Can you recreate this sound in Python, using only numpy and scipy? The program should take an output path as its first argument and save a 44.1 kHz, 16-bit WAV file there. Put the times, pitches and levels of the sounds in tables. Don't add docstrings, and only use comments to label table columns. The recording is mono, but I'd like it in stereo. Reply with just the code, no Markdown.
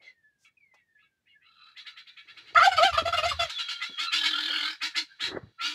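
import sys
import numpy as np
from scipy import signal
from scipy.fft import rfft, irfft, next_fast_len
from scipy.io import wavfile

SR = 44100
rng = np.random.default_rng(int(sys.argv[2]) if len(sys.argv) > 2 else 0)


def to_wav(sig):
    pcm = np.clip(np.atleast_2d(sig), -1, 1) * 32767
    pcm = np.round(pcm).astype(np.int16)
    wavfile.write(sys.argv[1], SR, pcm.T)


N = 253134

# (start [s], hold [s], first harmonic [dB], second harmonic [dB], overtones [dB],
# start pitch [Hz], target pitch [Hz])
GOBBLE = [(2.708, 0.017, -33, -30.5, -31.5, 718, 728), (2.759, 0.02, -41, -42, -27, 742, 760),
          (2.921, 0.021, -51.5, -32, -31, 640, 596), (2.968, 0.0099, -26, -23, -24, 618, 669.4),
          (3.048, 0.026, -28.5, -33, -31, 609, 690.5), (3.119, 0.018, -34.5, -28.5, -29.5, 643, 690),
          (3.162, 0.012, -39, -37, -25, 697.5, 717), (3.172, 0.012, -31, -30.5, -33, 719, 628),
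          (3.223, 0.032, -29.5, -32, -28.5, 599.6, 691), (3.277, 0.014, -49.5, -42, -26.5, 695.5, 723),
          (3.305, 0.0022, -45.5, -29, -32, 606, 589), (3.387, 0.036, -30, -33.5, -27, 713, 657)]
# (time [s], pitch [Hz], first, second, third harmonic [dB], overtones [dB])
CRIES = [
    [(2.546, 699, -35.5, -42.5, -44.5, -35), (2.56, 617, -40, -16, -14, -45),
     (2.574, 708, -25, -14, -23.5, -29), (2.588, 700.5, -30, -14, -18.5, -33.5),
     (2.6, 591.4, -42, -21, -30, -32), (2.62, 655, -28.5, -13, -22.5, -35),
     (2.632, 737, -27, -16, -27, -29.5), (2.646, 800.4, -27, -19.5, -33, -23.5),
     (2.662, 696.5, -23.5, -23, -33, -19.5), (2.678, 777.4, -12, -41.5, -37, -36),
     (2.705, 728, -40.5, -40.5, -46.5, -41)],
    [(2.774, 630.4, -45.5, -35.5, -46, -30.5), (2.786, 651, -22, -14.5, -36.5, -33),
     (2.796, 604, -24, -27, -38, -32.5), (2.816, 643, -22, -21.5, -43, -34.5),
     (2.834, 723.5, -14.5, -28.5, -24, -20.5), (2.85, 793, -26, -20.5, -28, -25.5),
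     (2.87, 768, -23, -31.5, -35.5, -27), (2.888, 672, -29.5, -28, -41, -37.5),
     (2.91, 666, -43, -40.5, -42.5, -39)],
]
# (frequency [Hz], relative level [dB])
BEAK = [(1800, 0), (2200, -4), (3000, -2), (4000, -5.5), (5200, -11.5), (7000, -21.5), (10000, -21.5),
        (15000, -35)]
# (time [s], level [dB])
DRUM = [(2.53, -58.5), (2.596, -49.5), (2.638, -75), (2.774, -45.5), (2.902, -60.5), (2.936, -40.5),
        (2.988, -47.5), (3.454, -46.5), (3.53, -85.5)]
# (start [s], peak [dB], rise [s], hold [s], mouth opening [0-1])
CHATTER = [(.004, -59, 0.018, 0.063, 0.73), (0.444, -48, 0.0057, 0.013, 0.12),
           (0.72, -58, 0.028, 0.034, 0.27), (0.964, -57, 0.035, 0.049, 0.23),
           (1.253, -48.5, 0.021, 0.042, 0), (1.394, -53.5, 0.046, 0.031, 0.03),
           (1.746, -48, 0.031, 0.022, 0.76), (1.85, -41, 0.018, 0.007, 0.73),
           (1.956, -46, 0.018, 0.016, 0.66), (2.057, -45.5, 0.018, 0.014, 0.61),
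           (2.161, -40, 0.012, 0.018, 0.5), (2.266, -42, 0.021, 0.015, 0.53),
           (2.36, -41.5, 0.017, 0.0047, 0.66), (2.443, -46, 0.033, 0.013, 0.63),
           (3.475, -33, 0.024, 0.0028, 0.93), (3.573, -33.5, 0.014, 0.024, 0.83),
           (3.679, -32.5, 0.0086, 0.027, 0.88), (3.795, -30, 0.032, 0.0056, 0.8),
           (3.964, -33, 0.029, 0.043, 0.87), (4.103, -26.5, 0.024, 0.038, 0.87),
           (4.224, -27, 0.015, 0.024, 0.85), (4.801, -29, 0.025, 0.026, 0.89),
           (4.939, -28, 0.024, 0.02, 0.93), (5.187, -28, 0.022, 0.045, 0.81),
           (5.584, -32, 0.034, 0.097, 0.84)]
# (centre [Hz], width [Hz], relative level [dB])
THROAT = [(963, 57, -7), (1424, 40, 8.5), (1828, 206, 1), (2259, 81, 6), (2766, 130, 4.5), (3372, 120, 6),
          (3980, 157, 7.5), (4357, 305, 2), (5350, 330, -9.5)]
# (frequency [Hz], relative level [dB])
HISS = [(2940, -27), (5000, -0.5), (5600, 1.5), (7350, -7), (12600, -28.5), (15600, -84)]
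# (time [s], left-right [dB])
BEARING = [(0, 0.5), (1.3, 3), (1.9, -8), (2.4, 0.5), (3.5, 0.5), (5.74, 0.5)]
# (time [s], level [dB])
FLOCK = [(1.4, -99), (2.4, -62), (3.5, -47.5), (3.93, -53.5), (4.8, -63.5), (5.1, -64), (5.5, -74.5),
         (5.74, -77.5)]
# (time [s], level [dB])
RATTLE = [
    [(1.45, -75), (1.7, -59.5), (1.76, -77)],
    [(4.17, -33), (4.45, -30), (4.66, -29), (4.73, -36), (4.79, -66)],
]
# (centre [Hz], width [Hz], start level [dB], end level [dB], lag [throbs])
RATTLE_THROAT = [(906, 44, -8.5, -24.5, 0.36), (1623, 380, 3, 1.5, 0.0063), (2220, 170, -10, -0.5, 0.23),
                 (3170, 71, 7.5, -8, 0.028), (3630, 600, 14.5, -2.5, 0.043), (4540, 650, -6, -3, 0.29)]
# (start [s], length [s], mid level [dB])
HUM = [(4.005, .05, -57), (4.12, .48, -52), (4.59, .16, -56), (4.82, .08, -57), (4.95, .1, -53),
       (5.205, .05, -55), (5.62, .2, -56)]
# (start [s], length [s], start pitch [Hz], end pitch [Hz],
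# mid level [dB], overtones [dB], beading [0-1])
CHURR = [(0.023, 0.1, 2120, 2025, -55.5, -31, 1), (0.44, 0.054, 1390, 1270, -72, -16, 0.6),
         (1.012, 0.033, 1340, 1276, -65.5, -8, 0.6), (1.425, 0.13, 1338, 1304, -66.5, -3.5, 0.87),
         (1.538, 0.22, 1340, 1304, -61.5, -5, 1), (1.76, 0.28, 1292, 1350, -64.5, -3.5, 0.86),
         (3.566, 0.41, 1400, 1390, -46.5, -14, 0.1), (4.035, 0.079, 1388, 1312, -41, -2, 1),
         (4.314, 0.1, 1333, 1478, -33, -18.5, 0.5), (4.41, 0.32, 1424, 1486, -42, -5, 1),
         (5.068, 0.083, 1570, 1610, -55.5, -24, 0.55), (5.575, 0.12, 1348, 1395, -37, -22, 0.3)]
# (time [s], centre [Hz], level [dB])
SQUEAL = [(3.52, 3650, -38.5), (3.6, 3323, -41.5), (3.78, 3167, -43.5), (3.88, 3425, -53),
          (3.97, 3273, -43), (4.0, 3400, -33)]
# (start [s], length [s], start pitch [Hz], end pitch [Hz], start level [dB])
WHISTLES = [(0, 0.49, 2260, 1538, -64), (0.569, 0.62, 2620, 1534, -62.5), (1.337, 0.3, 1880, 1260, -73.5)]
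# (time [s], level [dB], centre [Hz], T60 [s])
TICKS = [(0.004, -66.5, 534, 0.49), (0.738, -58, 820, 0.098), (0.741, -64, 4860, 0.074),
         (2.844, -28, 287, 0.037), (3.018, -26.5, 366, 0.044), (3.892, -42.5, 285, 0.1),
         (4.496, -47, 536, 0.15), (5.313, -41, 328, 0.097), (5.344, -30, 318, 0.085),
         (5.368, -28.5, 353, 0.078), (5.427, -40, 114, 0.16), (5.43, -63, 1180, 0.096)]
# (time [s], level [dB])
RUB = [
    [(2.25, -73.5), (2.52, -64.5), (2.53, -58)],
    [(5.2, -62), (5.31, -40.5), (5.375, -35.5), (5.405, -54.5), (5.52, -72.5)],
]
# (frequency [Hz], relative level [dB])
RUB_TONE = [(30, -17.5), (140, -8.5), (248, -19.5), (327, -4), (571, -17), (1500, -18), (1950, -15),
            (3300, -120)]
# (time [s], level [dB])
BRUSH = [(.385, -79.5), (.44, -65), (.49, -78)]
# (frequency [Hz], relative level [dB])
YARD = [(25, -13.5), (116, -6), (1030, -25.5), (1310, -26), (1670, -21), (2490, -22.5), (15600, -36.5)]
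# (frequency [Hz], left-right [dB])
PORT_DB = [(100, -1), (300, 2), (1400, 0), (2100, -7), (2750, -2), (3600, -10.5), (5200, -1), (6900, 4),
           (9500, 2), (15000, -9)]
# (frequency [Hz], left lead [rad])
PORT_LEAD = [(300, .2), (700, .3), (1380, 1.3), (1750, 2.2), (2100, 4.6), (3000, 6), (15000, 30)]

YELP_ATTACK_S, YELP_T60_S = 0.011, 0.092
GLIDE_SHARE = 0.6
SAG_HZ_PER_S = 1500
TRADE_DB = 2.5
DRUM_HZ = 79
NOTE_T60_S = 0.14
SCOOP = 0.13
BRIGHTEN = 0.22
THROBS_PER_S = 40.8
PULSE_HZ = 307
HUM_ENDS_DB, CHURR_ENDS_DB = -5, -18
WHISTLE_FADE_DB, WHISTLE_BEND = -24, 0.55
RING_HZ, RING_WIDTH_HZ, RING_DB = 1735, 45, 11
BRUSH_HZ = 5900
YARD_DB = -80.5
ECHO_FOWL_DB, ECHO_TOM_DB, ECHO_RATTLE_DB, SHED_T60_S = 2.5, -3.5, -2, 0.11
EDGE_HZ = 15720


def amp(db):
    return 10 ** (np.asarray(db) / 20)


def evened(x):
    return x / np.sqrt(np.mean(x ** 2) + 1e-20)


def read(points, hz):
    f, value = np.transpose(points)
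    return np.interp(np.log(hz + 1), np.log(f + 1), value)


def unroll(rows):
    s, *columns = np.transpose(rows)
    t = np.arange(s[0], s[-1] + 0.0039, 1 / SR)
    edge = signal.windows.tukey(len(t), min(1, 0.0048 * SR / len(t)))
    return t, edge, [np.interp(t, s, c) for c in columns]


def add(mix, start_s, sound):
    part = mix[..., round(start_s * SR):][..., :sound.shape[-1]]
    part += sound[..., :part.shape[-1]]


def phase(hz):
    return 2 * np.pi * np.cumsum(hz) / SR


def colour(x, points):
    gain = amp(read(points, np.fft.rfftfreq(x.shape[-1], 1 / SR)))
    return irfft(rfft(x) * gain, x.shape[-1])


def resonate(x, hz, width_hz):
    r = np.exp(-np.pi * width_hz / SR)
    turn = np.exp(2j * np.pi * np.cumsum(hz * np.ones(x.shape[-1])) / SR)
    return 2 * (turn * signal.lfilter([1 - r], [1, -r], x / turn)).real


def throat(drive, hz, width_hz):
    return resonate(resonate(drive, hz, width_hz), hz, 2 * width_hz)


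def wander(count, width_hz):
    noise = rng.standard_normal(count + 999)
    return evened(resonate(resonate(noise, 0, width_hz), 0, width_hz)[999:])


def swell(start_s, length_s, db, ends_db):
    t, edge, (done,) = unroll([(start_s, 0), (start_s + length_s, 1)])
    soft = np.clip(np.minimum(t - start_s, start_s + length_s - t) / 0.02, 0, 1)
    return t, done, edge * soft * amp(db + ends_db * (2 * done - 1) ** 2)


def turkey():
    out = np.zeros(N)
    n = 5000
    t = np.arange(n) / SR
    for start, hold, first_db, second_db, over_db, start_hz, target_hz in GOBBLE:
        done = 1 - np.exp(-t / (GLIDE_SHARE * hold))
        after = np.maximum(t - YELP_ATTACK_S - hold, 0)
        hz = start_hz + (target_hz - start_hz) * done - SAG_HZ_PER_S * after
        trade_db = TRADE_DB * (done - 0.5)
        shape = np.minimum(t / YELP_ATTACK_S, 1) ** 2 * amp(-60 * after / YELP_T60_S)
        turn = phase(hz * (1 + 0.015 * wander(n, 70) + 0.011 * wander(n, 500)))
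        first_shake = amp(3.5 * np.minimum(wander(n, 160), 1))
        second_shake = amp(6 * np.minimum(wander(n, 160), 1))
        crack_rad = 0.9 * wander(n, 130)
        first = amp(first_db + trade_db) * first_shake * np.cos(turn)
        second = amp(second_db - trade_db) * second_shake * np.cos(2 * turn + crack_rad)
        overtones = amp(over_db) * hoarse(hz, turn, lowest=3)
        add(out, start, shape * (np.sqrt(2) * (first + second) + overtones))
    t, edge, (drum_db,) = unroll(DRUM)
    drum = evened(throat(rng.standard_normal(len(t)), DRUM_HZ, 23))
    add(out, t[0], edge * amp(drum_db) * drum)
    return out


def cries():
    out = np.zeros(N)
    for rows in CRIES:
        t, edge, (hz, *low_db, over_db) = unroll(rows)
        n = len(t)
        turn = phase(hz * (1 + 0.01 * wander(n, 70) + 0.014 * wander(n, 500)))
        low = np.zeros(n)
        for k, db in enumerate(low_db, 1):
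            shake_db = 1.5 * k * np.minimum(wander(n, 160), 0.3)
            crack_rad = 0.3 * (k - 1) * wander(n, 130)
            low += amp(db + shake_db) * np.cos(k * turn + crack_rad)
        add(out, t[0], edge * (np.sqrt(2) * low + amp(over_db) * hoarse(hz, turn, lowest=4)))
    return out


def hoarse(hz, turn, lowest):
    n = len(hz)
    stack = sum(amp(read(BEAK, k * hz) + 4.8 * wander(n, 59)) * np.cos(k * turn)
                for k in range(lowest, 12))
    breath = rng.standard_normal(n) * (1.65 + np.cos(turn))
    puffs = colour(breath, [(1100, -27.0)] + BEAK)
    return 0.9 * evened(stack) + 0.42 * evened(puffs)


def rasp():
    cycles = np.cumsum(PULSE_HZ * (1 + 0.07 * wander(N, 150))) / SR
    pulses = evened(np.diff(np.floor(cycles), prepend=0) * amp(0.6 * rng.standard_normal(N)))
    air = evened(rng.standard_normal(N) * np.exp(-(cycles % 1) / 0.5))
    return 0.7 * pulses + 0.62 * air, evened(colour(air + 0.62 * pulses, HISS))


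def chatter():
    drive, hiss = rasp()
    out = np.zeros((2, N))
    chance = rng.standard_normal((len(CHATTER), len(THROAT), 2))
    for (onset, db, rise, hold, mouth), setting in zip(CHATTER, chance):
        pan_db = np.interp(onset, *np.transpose(BEARING))
        peak_s, start = onset + rise, round(onset * SR)
        stop = min(round((peak_s + hold + NOTE_T60_S) * SR), N)
        t = np.arange(start, stop) / SR - peak_s
        span = slice(start, start + len(t))
        release_db = -60 * np.maximum(t - hold, 0) / NOTE_T60_S
        shape_db = np.where(t < 0, -11 * (t / rise) ** 4, release_db)
        opening = np.clip(mouth, 0, 1)
        shut = 1 - opening * np.clip(1 + t / rise, 0, 1)
        late_db = 40 * np.clip(-t / rise - 0.25, 0, 1)
        slide = 1 - SCOOP * np.clip(0.5 - t / rise, 0, 1.5) + 0.015 * wander(len(t), 30)
        bright_hz = 2150 * (1 + BRIGHTEN * np.exp(-(t / hold - 0.5) ** 2))
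        slope_db = 50 * shut ** 1.6 + late_db
        voice, full = np.zeros(len(t)), np.zeros(len(t))
        for (hz, width_hz, mode_db), (level_chance, pitch_chance) in zip(THROAT, setting):
            mode_hz = hz * (1 + 0.025 * pitch_chance) * slide
            mode = throat(drive[span], mode_hz, (0.65 + 1.2 * opening) * width_hz)
            mode = amp(mode_db + 1.5 * level_chance) * mode
            full += mode
            voice += mode * amp(-slope_db * abs(np.log2(hz / bright_hz)))
        voice = voice / np.std(full) + amp(-6.0 - 50.0 * shut - late_db) * hiss[span]
        flicker_db = 1.9 * wander(len(t), 41.4)
        pan = amp([[pan_db / 2], [-pan_db / 2]])
        add(out, start / SR, amp(db + shape_db + flicker_db) * voice * pan)
    add_flock(out)
    return out


def add_flock(out):
    t, edge, (db,) = unroll(FLOCK)
    air = rng.standard_normal((2, len(t)))
    murmur = sum(amp(mode_db) * throat(air, hz, 1.9 * width_hz) for hz, width_hz, mode_db in THROAT)
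    add(out, t[0], edge * amp(db) * evened(murmur))


def rattler():
    drive, hiss = rasp()
    out = np.zeros(N)
    for rows in RATTLE:
        t, edge, (db,) = unroll(rows)
        n = len(t)
        slip = 0.06 * wander(n, 15)
        blur = np.linspace(0.1, 0.55, n) ** 1.5 + 0.1

        def beat(lag):
            throbs = THROBS_PER_S * (t - 4.312) + slip - lag
            return ((1 + np.cos(2 * np.pi * throbs)) / 2 + blur) ** 1.8

        voice = np.zeros(n)
        for hz, width_hz, from_db, to_db, lag in RATTLE_THROAT:
            mode_db = np.linspace(from_db, to_db, n) + 1.5 * wander(n, 23)
            mode_hz = hz * (1 + width_hz / 8000 * wander(n, 8))
            voice += amp(mode_db) * beat(lag) * evened(throat(drive[:n], mode_hz, width_hz))
        breath = amp(-21) * (1 + beat(0.29)) / 2 * hiss[:n]
        add(out, t[0], edge * amp(db) * (evened(voice) + breath))
    for row in HUM:
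        t, _, gain = swell(*row, HUM_ENDS_DB)
        turn = phase(PULSE_HZ * (1 + 0.036 * wander(len(t), 39)))
        tone = np.sqrt(2) * (np.cos(turn) + 0.068 * np.cos(2 * turn))
        add(out, t[0], gain * amp(2.4 * wander(len(t), 87)) * tone)
    return out


def churr():
    out = np.zeros(N)
    for start, length, start_hz, end_hz, db, over_db, beading in CHURR:
        t, done, gain = swell(start, length, db, CHURR_ENDS_DB)
        n = len(t)
        hz = start_hz + (end_hz - start_hz) * done
        turn = phase(hz * (1 + 0.011 * beading * wander(n, 150)))
        beat = 1 + np.clip(beading, 0, 1) * np.cos(phase(80 * (1 + 0.3 * wander(n, 25))))
        tone = np.cos(turn) + amp(over_db) * (np.cos(2 * turn) + 1.56 * np.cos(3 * turn))
        add(out, t[0], gain * np.sqrt(2) * amp(2.0 * wander(n, 33)) * tone * beat)
    return out


def squeal():
    t, edge, (hz, db) = unroll(SQUEAL)
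    turn = phase(hz * (1 + 0.014 * wander(len(t), 90)))
    out = np.zeros(N)
    add(out, t[0], edge * amp(db + 2.6 * wander(len(t), 85)) * np.cos(turn))
    return out


def hen():
    out = np.zeros(N)
    for start, length, start_hz, end_hz, start_db in WHISTLES:
        t, edge, (done,) = unroll([(start, 0), (start + length, 1)])
        hz = start_hz * (end_hz / start_hz) ** done ** WHISTLE_BEND
        turn = phase(hz * (1 + 0.009 * wander(len(t), 120)))
        tone = np.cos(turn) + 0.027 * np.cos(2 * turn)
        ring_db = RING_DB * np.exp(-((hz - RING_HZ) / RING_WIDTH_HZ) ** 2)
        db = start_db + WHISTLE_FADE_DB * done + ring_db + 2.5 * wander(len(t), 50)
        add(out, t[0], edge * np.sqrt(2) * amp(db) * tone)
    return out


def hand():
    out, t = np.zeros((2, N)), np.arange(6000) / SR
    for start, db, hz, t60 in TICKS:
        air = rng.standard_normal((3, len(t)))
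        knock = evened(throat(air[2] + 0.37 * air[:2], hz, 0.52 * hz))
        add(out, start, amp(db - 60 * t / t60) * knock * (1 - np.exp(-t / 0.0022)))
    for rows in RUB:
        s, edge, (db,) = unroll(rows)
        air = rng.standard_normal((3, len(s)))
        rub = evened(colour(air[2] + 1.63 * air[:2], RUB_TONE))
        add(out, s[0], edge * amp(db + 1.5 * wander(len(s), 90)) * rub)
    s, edge, (db,) = unroll(BRUSH)
    brush = evened(throat(rng.standard_normal((2, len(s))), BRUSH_HZ, 2700))
    add(out, s[0], edge * amp(db) * brush)
    return out * amp([[0.7], [-0.7]])


def yard():
    air = rng.standard_normal((3, N))
    return amp(YARD_DB) * evened(colour(air[:2] + 0.85 * air[2], YARD))


def shed(x, t60_s):
    taps = rng.choice([-1., 1.], (2, 12000)) * (rng.random((2, 12000)) < 0.05)
    taps[:, :60] = 0
    hz, t, z = signal.stft(taps, SR, nperseg=256)
    bass_cut = 1 + (550 / (hz[:, None] + 1)) ** 4
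    tail = signal.istft(z * amp(-60 * t / t60_s) / bass_cut, SR, nperseg=256)[1]
    return signal.fftconvolve(x, tail / np.linalg.norm(tail[0]), axes=1)[:, :N]


def ports(x):
    size = next_fast_len(N + 2048)
    hz, side = np.fft.rfftfreq(size, 1 / SR), np.array([[0.5], [-0.5]])
    response = amp(side * read(PORT_DB, hz)) * np.exp(1j * side * read(PORT_LEAD, hz))
    return irfft(rfft(x, size) * response, size)[:, :N]


def scene():
    rattle = rattler()
    tom = (turkey() + cries()) * np.ones((2, 1))
    fowl = chatter() + churr() + squeal() + hen()
    background = yard()
    send = amp(ECHO_FOWL_DB) * fowl + amp(ECHO_TOM_DB) * tom + amp(ECHO_RATTLE_DB) * rattle
    return ports(fowl + tom + rattle + shed(send, SHED_T60_S)) + hand() + background


def record(dry):
    cut = signal.lfilter(*signal.butter(4, 56, "high", fs=SR), dry)
    band = signal.firwin(1023, EDGE_HZ, window=("kaiser", 9), fs=SR)
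    return signal.oaconvolve(cut, band[None], "same", axes=1)


dry = scene()
out = record(dry)
to_wav(out)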